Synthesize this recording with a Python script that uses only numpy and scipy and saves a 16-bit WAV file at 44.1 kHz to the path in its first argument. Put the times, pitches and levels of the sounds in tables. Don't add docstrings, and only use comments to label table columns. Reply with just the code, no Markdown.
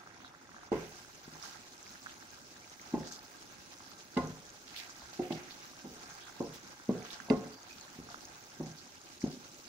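import sys
import numpy as np
from scipy import signal
from scipy.fft import rfft, irfft, next_fast_len
from scipy.io import wavfile
from scipy.ndimage import uniform_filter1d, map_coordinates

SR = 44100
rng = np.random.default_rng(int(sys.argv[2]) if len(sys.argv) > 2 else 0)


def generate_wav(sig):
    pcm = np.round(np.clip(np.atleast_2d(sig).T, -1, 1) * 32767).astype(np.int16)
    wavfile.write(sys.argv[1], SR, pcm)


N = 426873


def amp(db):
    return 10 ** (np.asarray(db) / 20)


def unit(x):
    return x / np.sqrt(np.mean(x ** 2) + 1e-20)


def along(points, hz):
    point_hz, value = np.transpose(points)
    return np.interp(np.log(hz + 1), np.log(point_hz + 1), value)


def curves(rows):
    s, *columns = np.transpose(rows)
    return [np.interp(np.arange(N) / SR, s, column) for column in columns]


def filtered(x, response):
    size = next_fast_len(N + SR // 2)
    return irfft(rfft(x, size) * response(np.fft.rfftfreq(size, 1 / SR)), size)[..., :N]


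def wobble(rate):
    knots = rng.standard_normal(int(N * rate / SR) + 4)
    return map_coordinates(knots, [np.arange(N) * rate / SR])


# (frequency [Hz], likeness [0 to 1])
PORT_LIKENESS = [(30, 0.1), (150, 0.83), (400, 1), (1000, 0.82), (2500, 0.038), (6000, 0.015)]


def rush(patchy_db):
    z = signal.stft(rng.standard_normal((2, N)), nperseg=256)[2]
    field = uniform_filter1d(rng.standard_normal(z.shape[1:]), size=6, axis=0)
    field = uniform_filter1d(field, size=8, axis=1)
    pair = signal.istft(z * amp(patchy_db * unit(field)), nperseg=256)[1][:, :N]

    def mid_side_gain(hz):
        angle = np.arccos(np.clip(along(PORT_LIKENESS, hz), -1, 1)) / 2
        return np.array([np.cos(angle), np.sin(angle)])

    mid, side = filtered(pair, mid_side_gain)
    return unit(np.array([mid + side, mid - side]))


def burst(s, gain, hz, pan_db, cycles, rise, size):
    turns = hz[:, None] * np.arange(size) / SR
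    u = turns / cycles
    envelope = np.e * u * np.exp(-u)
    wave = gain[:, None] * envelope * np.sin(2 * np.pi * turns * (1 + rise * np.minimum(u, 4)))

    def port(side):
        start = np.abs(np.round(s * SR - side * pan_db)).astype(int)
        at = start[:, None] + np.arange(size)
        heard = wave * amp(side * pan_db / 2)[:, None]
        return np.bincount(at.ravel(), heard.ravel(), N + size)[:N]

    return np.array([port(1), port(-1)])


def swarm(count, centre_hz, spread, cycles, scatter_db, size):
    when, big, pitch, place = rng.random((count, 4)).T
    hz = centre_hz * np.exp(spread * (2 * pitch - 1))
    bigger_db = scatter_db * np.minimum(-np.log(1 - big), 4)
    return unit(burst(when * N / SR, amp(bigger_db), hz, 24 * (place - 0.5), cycles, 0.06, size))


# (centre [Hz], width [Hz], boost [dB])
AIR_RESONANCES = [(264.6, 21, 6.5), (363.5, 31, 7.5), (730, 48, 6), (849, 62, 7.5), (1363, 310, 7),
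                  (1596, 63, 9)]


def hollow(hz):
    return amp(sum(db / (1 + (2 * (hz - centre) / width) ** 2) for centre, width, db in AIR_RESONANCES))


def layer(spectrum, grains, grain_db, patchy_db):
    mixed = rush(patchy_db) + amp(grain_db) * grains
    return unit(filtered(mixed, lambda hz: amp(along(spectrum, hz)) * hollow(hz)))


BURBLE_DB = -61.5
SLOSH_DB, SLOSH_S = 1, 0.13
SLOSH_FROM_DB = -50


def burble_db():
    s = np.arange(0, N / SR, 0.005)
    firm_s = np.array([knock[0] for knock in SPOON_KNOCKS if knock[1] > SLOSH_FROM_DB])
    u = np.maximum(s - firm_s[:, None], 0) / SLOSH_S
    slosh = (u * np.exp(1 - u)).sum(axis=0)
    return curves(np.transpose([s, BURBLE_DB + SLOSH_DB * slosh]))[0]


# (time [s], bubbling level [dB], sizzle level [dB])
SIMMER_LEVELS = [
    [(0.0, -57.5, -62.5), (0.33, -59, -62.5), (0.622, -60, -61.5), (0.716, -58, -63)],
    [(0.72, -50, -55.5), (0.92, -60, -53.5), (1.17, -62, -56), (1.44, -54.5, -54.5), (1.72, -63.5, -56.5),
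     (2.02, -60.5, -54.5), (2.47, -65, -56.5), (3.01, -56.5, -55), (3.51, -64, -56), (4.24, -59, -56),
     (4.64, -66.5, -56.5), (4.84, -55, -53.5), (5.14, -62, -56), (5.4, -56, -54.5), (5.86, -66, -55),
     (6.1, -55.5, -54.5), (6.73, -62, -56), (7.15, -54.5, -55.5), (7.68, -59.5, -56.5), (8.93, -63, -56),
     (9.68, -75, -54.5)],
]
# (frequency [Hz], relative response [dB])
BURBLE_SPECTRUM = [(12, -53), (20, -16.5), (86, -3.5), (173, -3.5), (257, -8), (344, -4), (381, -19),
                   (408, -5), (444, -10.5), (605, -6), (718, -21), (769, -15), (1200, -13.5), (1560, -44),
                   (2640, -120)]
BUBBLING_SPECTRUM = [(410, -43), (700, 5.5), (886, -1.5), (948, 0.5), (1300, -2), (2070, 1.5), (2780, -5),
                     (3040, -25), (3500, 0), (4550, -39), (7700, -120)]
SIZZLE_SPECTRUM = [(1470, -3.5), (2500, -1), (3520, -3), (4030, -0.5), (4370, -1.5), (6180, 1), (6560, 0.5),
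                   (8090, -16), (9000, -13), (11700, -20.5), (19800, -120)]
SPRAY_SPECTRUM = [(4410, -24), (7500, -3.5), (8220, -10), (13400, -14), (14900, -6), (15600, -6)]
NEARER_S = 0.718
SPRAY_FAR_DB, SPRAY_NEAR_DB = -11.5, -9


def simmer():
    bubbling_db, sizzle_db = curves(sum(SIMMER_LEVELS, []))
    is_far = np.arange(N) < NEARER_S * SR
    spray_db = sizzle_db + np.where(is_far, SPRAY_FAR_DB, SPRAY_NEAR_DB)
    seethe = wobble(11) + 1.75 * wobble(40)
    calm = 0.45 * seethe

    blobs = swarm(count=900, centre_hz=398.6, spread=0.827, cycles=1.24, scatter_db=0.5, size=900)
    burble = layer(BURBLE_SPECTRUM, blobs, grain_db=-16.5, patchy_db=1.0)

    blips = swarm(count=6000, centre_hz=1400, spread=0.7, cycles=1.2, scatter_db=1.6, size=400)
    blips = unit(blips * amp(2.2 * wobble(25)))
    bubbling = layer(BUBBLING_SPECTRUM, blips, grain_db=-6.5, patchy_db=1.5)

    crackle = swarm(count=9000, centre_hz=7500, spread=0.8, cycles=0.6, scatter_db=2.2, size=60)
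    sizzle = layer(SIZZLE_SPECTRUM, crackle, grain_db=-7.0, patchy_db=2.5)
    spray = layer(SPRAY_SPECTRUM, crackle, grain_db=-5.0, patchy_db=5.0)

    sauce = amp(burble_db() + calm) * burble + amp(bubbling_db + calm) * bubbling
    fizz = amp(sizzle_db + 0.64 * seethe) * sizzle + amp(spray_db + 0.12 * seethe) * spray
    return sauce + fizz


# (time [s], peak level before panning [dB], starting pitch [Hz], left-right [dB])
BIG_BUBBLES = [(0.037, -45, 1180, 0), (0.065, -44, 1330, 3), (0.248, -40, 1360, 1), (0.546, -42, 1060, 3),
               (0.612, -47, 1450, 4), (0.075, -40, 1300, 1), (0.177, -52, 2100, 3), (0.205, -48, 1200, 0),
               (0.328, -51, 1300, 0), (0.341, -44, 1100, 3), (0.35, -43, 1400, 1), (0.456, -48, 1700, 2),
               (0.493, -43, 1250, 1), (0.519, -45, 1650, 2), (0.566, -40, 1490, 1), (0.584, -42, 1390, 1.5),
               (0.689, -46, 1100, 1), (4.836, -41, 4300, -3), (4.912, -43, 5960, 1), (3.115, -43, 1340, 2),
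               (5.326, -37, 4050, -1), (6.182, -43, 880, -4), (0.634, -42, 1130, 9),
               (1.428, -35.5, 5100, -10), (1.957, -41, 1430, -3.5), (2.063, -32, 1420, 0.5),
               (2.07, -37.5, 1400, -12), (2.095, -44, 1500, 1), (2.699, -41, 5670, 5),
               (1.049, -45, 1360, 3), (1.83, -39, 6440, 1), (1.867, -44, 2100, 4.5),
               (1.898, -46, 5700, 1.5), (2.021, -44, 5140, -1.5), (2.226, -43, 1540, 2),
               (2.306, -43, 6100, 5), (2.565, -43.5, 1610, 3), (2.645, -44, 2170, 3),
               (2.798, -43, 1960, -2.5), (2.816, -39, 5500, 3.5), (3.033, -43.5, 1570, -3.5),
               (3.193, -39, 4550, 4.5), (3.787, -42, 5700, 5), (3.806, -42.5, 990, 0),
               (3.919, -42, 1190, 1.5), (3.988, -45, 6420, 2), (4.148, -49, 4200, -5),
               (4.274, -39, 5800, 5), (4.454, -43, 6850, 4.5), (4.504, -44, 6400, 2.5),
               (5.133, -46, 5900, -3), (5.255, -42, 2360, -0.5), (5.521, -40, 4200, -2),
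               (5.625, -42, 5650, 1), (5.735, -45, 1060, 0), (6.73, -43, 1160, -1.5), (6.8, -43, 1340, 1),
               (7.029, -41, 5840, -5), (7.051, -40, 5830, 1.5), (7.136, -44, 1400, 2),
               (7.697, -49, 2410, 0), (7.882, -44, 1560, 1.5), (8.716, -44, 5520, 6), (8.958, -47, 4500, 5),
               (9.017, -44, 6200, 6), (9.219, -40, 1960, 2.5), (9.316, -43, 4550, 4),
               (3.124, -32, 5900, 1.5), (4.896, -40, 1180, -1), (5.132, -44, 694, -1),
               (5.327, -37, 2820, 5), (7.0235, -42, 2080, -2), (7.051, -41, 980, -1),
               (7.106, -36.5, 3400, -7.5), (7.203, -38, 1440, -16.5), (7.632, -42, 6120, -1.5),
               (7.7298, -39, 5380, 2), (7.812, -40, 6340, 11), (8.09, -41, 1210, 1.5),
               (8.1025, -39, 4470, 6), (8.145, -31.5, 1230, 0.5), (8.158, -46, 1330, -3),
               (8.172, -47, 1330, 0), (8.2543, -37, 6000, 3)]


def pops():
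    s, db, hz, pan_db = np.transpose(BIG_BUBBLES)
    cycles = 0.9 * (hz[:, None] / 1500) ** 0.65
    return burst(s - 0.001, amp(db), hz, pan_db, cycles, rise=0.02, size=1200)


# (time [s], rms level before shaping [dB], centre [Hz], decay length [s],
# breadth [log ratio], relative level of spray [dB])
HOT_METAL_FLARES = [(0.198, -56, 2440, 0.033, 0.62, -31), (0.241, -54, 3720, 0.041, 0.16, -41),
                    (0.717, -53.5, 2120, 0.17, 0.43, -26), (1.413, -49, 5530, 0.11, 0.63, -19),
                    (2.078, -52.5, 3200, 0.037, 0.31, -31), (3.063, -46.5, 6060, 0.035, 0.49, -25),
                    (3.11, -45, 6000, 0.049, 0.53, -22), (4.666, -53, 4080, 0.085, 1, -21),
                    (4.74, -49, 2080, 0.029, 0.3, -32), (4.757, -43, 3900, 0.04, 0.39, -19),
                    (4.776, -49.5, 4700, 0.06, 0.6, -20), (4.787, -50.5, 2150, 0.067, 0.29, -32),
                    (4.893, -46, 6100, 0.018, 0.42, -30), (5.124, -50.5, 5600, 0.061, 0.99, -20),
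                    (5.215, -54, 2180, 0.089, 0.55, -18), (5.305, -49, 2500, 0.02, 0.6, -25),
                    (5.319, -36.5, 3600, 0.011, 0.99, -23), (5.334, -48, 4300, 0.033, 1, -25),
                    (5.352, -55.5, 2100, 0.19, 0.45, -30), (5.496, -52.5, 4230, 0.053, 0.31, -20.5),
                    (6.2, -54, 3420, 0.081, 0.22, -35), (6.531, -46, 5250, 0.031, 0.97, -10),
                    (7.038, -50.5, 2240, 0.062, 0.99, -19), (7.106, -35.5, 3820, 0.0077, 0.76, -15),
                    (7.113, -47, 4730, 0.054, 0.71, -24), (7.525, -58.5, 4660, 0.11, 0.06, -38),
                    (7.697, -54, 2470, 0.038, 0.06, -40), (7.803, -58, 4350, 0.048, 0.07, -40),
                    (7.69, -58.5, 2560, 0.12, 1, -13), (7.942, -56, 4620, 0.048, 0.78, -13),
                    (8.106, -53, 4700, 0.045, 0.73, -17), (8.2, -53.5, 6160, 0.044, 0.93, -14),
                    (8.763, -53, 5200, 0.057, 0.42, -24), (9.204, -43.5, 6000, 0.018, 0.38, -24),
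                    (9.298, -53.5, 4700, 0.069, 0.99, -17)]
FLARE_PAN_DB = -2


def flares():
    crackle = swarm(count=20000, centre_hz=6300, spread=0.64, cycles=0.16, scatter_db=6.0, size=60)
    steam = unit(rush(patchy_db=1.5) + amp(-5) * crackle)
    out = np.zeros((2, N + SR))
    t = np.arange(SR // 4) / SR
    hz = np.fft.rfftfreq(len(t), 1 / SR)
    port_db = np.array([[0.5], [-0.5]]) * FLARE_PAN_DB
    for s, db, centre_hz, length, breadth, spray_db in HOT_METAL_FLARES:
        start = round(s * SR)
        band = np.exp(-(np.log((hz + 1) / centre_hz) / breadth) ** 2) / (1 + (hz / 7300) ** 12)
        band = band + amp(spray_db) * (hz > 7600)
        piece = steam[:, start:][:, :len(t)]
        hiss = unit(irfft(rfft(piece, len(t)) * band, len(t)))
        shape = (1 - np.exp(-t / 0.0079)) * np.exp(-(t / length) ** 2)
        out[:, start:][:, :len(t)] += amp(db + port_db) * shape * hiss
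    return out[:, :N]


# (frequency [Hz], t60 [s])
HOB_DECAY = [(80, 0.26), (200, 0.4), (500, 0.51), (1200, 0.34), (4000, 0.057)]


def hob_ringing(x):
    hz, t, z = signal.stft(rng.standard_normal((2, SR // 2)), SR, nperseg=512)
    decay = amp(-60 * t / along(HOB_DECAY, hz)[:, None])
    tail = signal.istft(z * decay, SR, nperseg=512)[1]
    tail[1] = tail[0] + 0.6 * tail[1]
    tail = tail / np.linalg.norm(tail, axis=1)[:, None]
    return signal.fftconvolve(np.pad(x, (500, 0))[None], tail, axes=1)


# (time [s], level near 245 Hz [dB], then relative levels near 75, 155, 350, 440,
# 580, 720, 880 and 1100 Hz and of the tick [dB], rise [s], rise of the tick [s],
# length of ring [share], pitch of the top modes [ratio])
SPOON_KNOCKS = [(0.717, -39, -16, -10, -1.5, 1.5, -5, -6.5, -3.5, -14, -22, 0.0011, 0.0042, 1, 1.1),
                (0.725, -37, -25, -17, -3, 1, -3, -12, -12, -16, -32, 0.0032, 0.0027, 0.76, 1),
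                (1.276, -50, -12, 0.5, -8, -18, -19, -19, -17, -23, -36, 0.0047, .002, 0.4, 0.91),
                (2.934, -32.5, -21, -17, -3, -10, -12, -15, -8.5, -21.5, -36, 0.0076, 0.0093, 0.91, 0.9),
                (4.163, -24, -27, -16, -15, -13.5, -14.5, -16, -13.5, -14, -25, 0.011, 0.011, 0.94, 1.09),
                (5.015, -68.5, 9, -12, -15, -15, 5, 4, 17, -5, -3, 0.0055, 0.0042, 0.72, 0.71),
                (5.19, -38, -25, -15, 3, -5.5, -10, -1.5, -20, -26, -30, 0.0071, 0.0031, 0.97, 1),
                (5.302, -39.5, -26, -7, 2.5, -12, -6.5, -8, -9, -22, -26, 0.0077, 0.0037, 0.86, 0.88),
                (5.838, -47.5, -20, -15, -5.5, -6.5, -17, -15, -11, -36, -32, 0.0093, 0.007, 1.6, 0.91),
                (6.401, -35.5, -24, -20, -8, -4, -11.5, -13.5, -10, -23, -53, 0.0052, 0.0022, 0.99, 0.89),
                (6.888, -28, -30.5, -18, -16, -5, -16.5, -15.5, -27, -26, -42, 0.0063, .008, 0.92, 1),
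                (7.283, -57, -14, -8, -3, -2, 6, 2, 2, -8, -31, 0.0027, .002, 0.77, 1),
                (7.2988, -22, -26, -18.5, -10.5, -5, -10, -16.5, -15.5, -19.5, -28, 0.00898, 0.0021, 0.8, 1.05),
                (7.986, -41, -16, -17, -10, -24, -24, -17, -20, -30, -33, 0.00386, .004, 0.24, 1),
                (7.999, -46.5, -2, -6, -15, -18, -24, -27, -20, -24, -33, 0.0024, .004, 0.3, 1),
                (8.088, -61, -20, -18, -2, -9, -8, 3, -1, -10, -25, 0.00085, .001, 0.37, 1),
                (8.102, -59, -20, -19, -7, -7, -2, 6.5, 7, -13, -25, 0.0018, .002, 0.35, 1),
                (8.595, -41.5, -22, -7, -1, -17, -6.5, -14, -10, -26, -44, 0.0094, 0.0071, 1.08, 1),
                (9.2363, -24, -22, -22, -13, -19, -29, -22, -24, -35, -43, 0.0059, 0.0038, 0.36, 1.2),
                (9.258, -38, -21, -5, -13, -6.5, -11, -10, -18, -37, -41, 0.0058, .003, 0.49, 0.87)]
# (time [s], level [dB])
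LIGHT_CONTACTS = [(2.921, -54), (6.878, -55), (8.583, -58), (9.224, -52), (0.756, -47), (0.834, -54),
                  (1.321, -58), (2.997, -47), (4.234, -44), (4.298, -52), (5.345, -51), (6.462, -52),
                  (6.493, -55), (6.943, -48), (7.451, -47), (7.957, -60), (8.632, -50), (8.66, -53),
                  (9.29, -51)]
LIGHT_CONTACT_COLOUR = [-19, 1, -8, -11, -15, -15, -16, -22, -28, .008, .004, .65, 1]
# (frequency [Hz], level [dB],
# nominal t60 [s])
KNOCK_MODES = [(68.1, 6.5, 0.54), (124.1, 0, 0.61), (159.7, 10.5, 0.37), (208.5, 7.5, 0.12),
               (244.5, 4.5, 0.19), (296, -2.5, 0.2), (350, 7.5, 0.19), (360, -2, 0.099), (432.8, 5.5, 0.28),
               (517.4, -1.5, 0.43), (568, 4.5, 0.23), (661.7, -0.5, 0.32), (736, 2, 0.46), (832, 3, 0.23),
               (922, 1, 0.27), (1022, -2.5, 0.34), (1070, 5, 0.31), (1202, 1, 0.3), (1444, 2, 0.37),
               (1650, 1, 0.16), (1820, 5, 0.15), (1987, 12, 0.28), (2135, 15.5, 0.11), (2620, 14.5, 0.031),
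               (3630, 4, 0.022), (4320, 7, 0.025)]
# (frequency [Hz], share)
PORT_UNEVENNESS = [(200, .08), (400, .2), (700, .42), (1000, .5), (1600, .9)]
TICK_PARTS_DB = [-8, 5.5]
COLOUR_HZ = [75, 155, 245, 350, 440, 580, 720, 880, 1100, 1950, 2900]
BASS_RISE_S = 0.013
PUSH, SHIFT = 0.9, 0.018
SNAP_DB, SNAP_T60 = 9, 0.03
REST_DB, ROOM_DB = -3.5, -15
SPOON_LAG = 7


def spoon():
    out = np.zeros((2, N + 3 * SR))
    t = np.arange(SR // 2) / SR
    mode_hz, level_db, mode_t60 = np.transpose(KNOCK_MODES)[:, :, None]
    count = len(KNOCK_MODES)
    knots = np.cos(np.pi / 2 * np.clip(60 * t - np.arange(32)[:, None], -1, 1)) ** 2
    wood = signal.butter(2, [1000, 5500], "bandpass", fs=SR, output="sos")
    contacts = SPOON_KNOCKS + [(*touch, *LIGHT_CONTACT_COLOUR) for touch in LIGHT_CONTACTS]
    for s, db, *body_db, tick_db, rise, tick_rise, share, ratio in contacts:
        colour_db = np.insert([*body_db, *np.add(tick_db, TICK_PARTS_DB)], 2, 0)
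        tilt_db = along(list(zip(COLOUR_HZ, colour_db)), mode_hz)

        load = 1 + SHIFT * rng.standard_normal((count, 1)) * (mode_hz > 480)
        hz = mode_hz * load * np.where(mode_hz > 2400, ratio, 1)
        t60 = mode_t60 * share
        luck = rng.standard_normal((count, 3)) * [1, 0.025, 1]
        waver = rng.standard_normal((count, len(knots))) @ knots

        since = t - PUSH * np.where(hz > 1500, min(tick_rise, rise), rise)
        first = amp(-60 * np.abs(since) / (0.49 * t60)) * np.sin(2 * np.pi * hz * since)
        rest_gain = min(share, 1) ** 2 * amp(REST_DB + 2.6 * waver - 60 * t / (1.14 * t60))
        drift = 1.63 * (waver - waver[:, :1])
        rest = rest_gain * np.sin(2 * np.pi * hz * (1 + luck[:, 1:2]) * since + drift)

        contact = np.where(hz > 1500, tick_rise, rise) + BASS_RISE_S * (hz < 190)
        swell = 1 - np.exp(-(t / contact) ** 2)
        way = np.where(hz < 270, 1, np.sign(waver[:, :1]))
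        ring = way * amp(level_db + tilt_db + luck[:, :1]) * swell * (first + rest)

        snap = amp(SNAP_DB - 60 * np.abs(t - tick_rise) / SNAP_T60)
        tick_shape = (amp(-3.5 - 60 * t / 0.69) + snap) * (1 - np.exp(-(t / tick_rise) ** 3))
        wood_noise = unit(signal.sosfilt(wood, rng.standard_normal((2, len(t)))))
        tick = amp(tick_db) * tick_shape * wood_noise

        lean = (luck[:, 2] * along(PORT_UNEVENNESS, mode_hz[:, 0])) @ ring
        blow = amp(db) * (ring.sum(axis=0) + [[1], [-1]] * lean + tick)
        diffuse = hob_ringing(blow.mean(axis=0))
        start = round(s * SR)
        out[:, start:][:, :len(t)] += blow
        out[:, start:][:, :diffuse.shape[1]] += amp(ROOM_DB) * diffuse
    return np.array([out[0, SPOON_LAG:][:N], out[1, :N]])


def scene():
    return simmer() + pops() + flares() + spoon()


# (frequency [Hz], level difference [dB])
PORT_LEAN = [(100, 1), (600, -1.5), (2000, -4.5), (4500, -2), (9000, 1), (13000, -7.5)]
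LAG = 11
TOP_HZ = 15757


def record(dry):
    side = np.array([[1], [-1]])

    def ports(hz):
        lean = amp(side * along(PORT_LEAN, hz) / 2)
        delay = np.exp(-1j * np.pi * side * hz * LAG / SR)
        return (hz < TOP_HZ) * lean * delay

    return filtered(dry, ports)


dry = scene()
out = record(dry)
generate_wav(out)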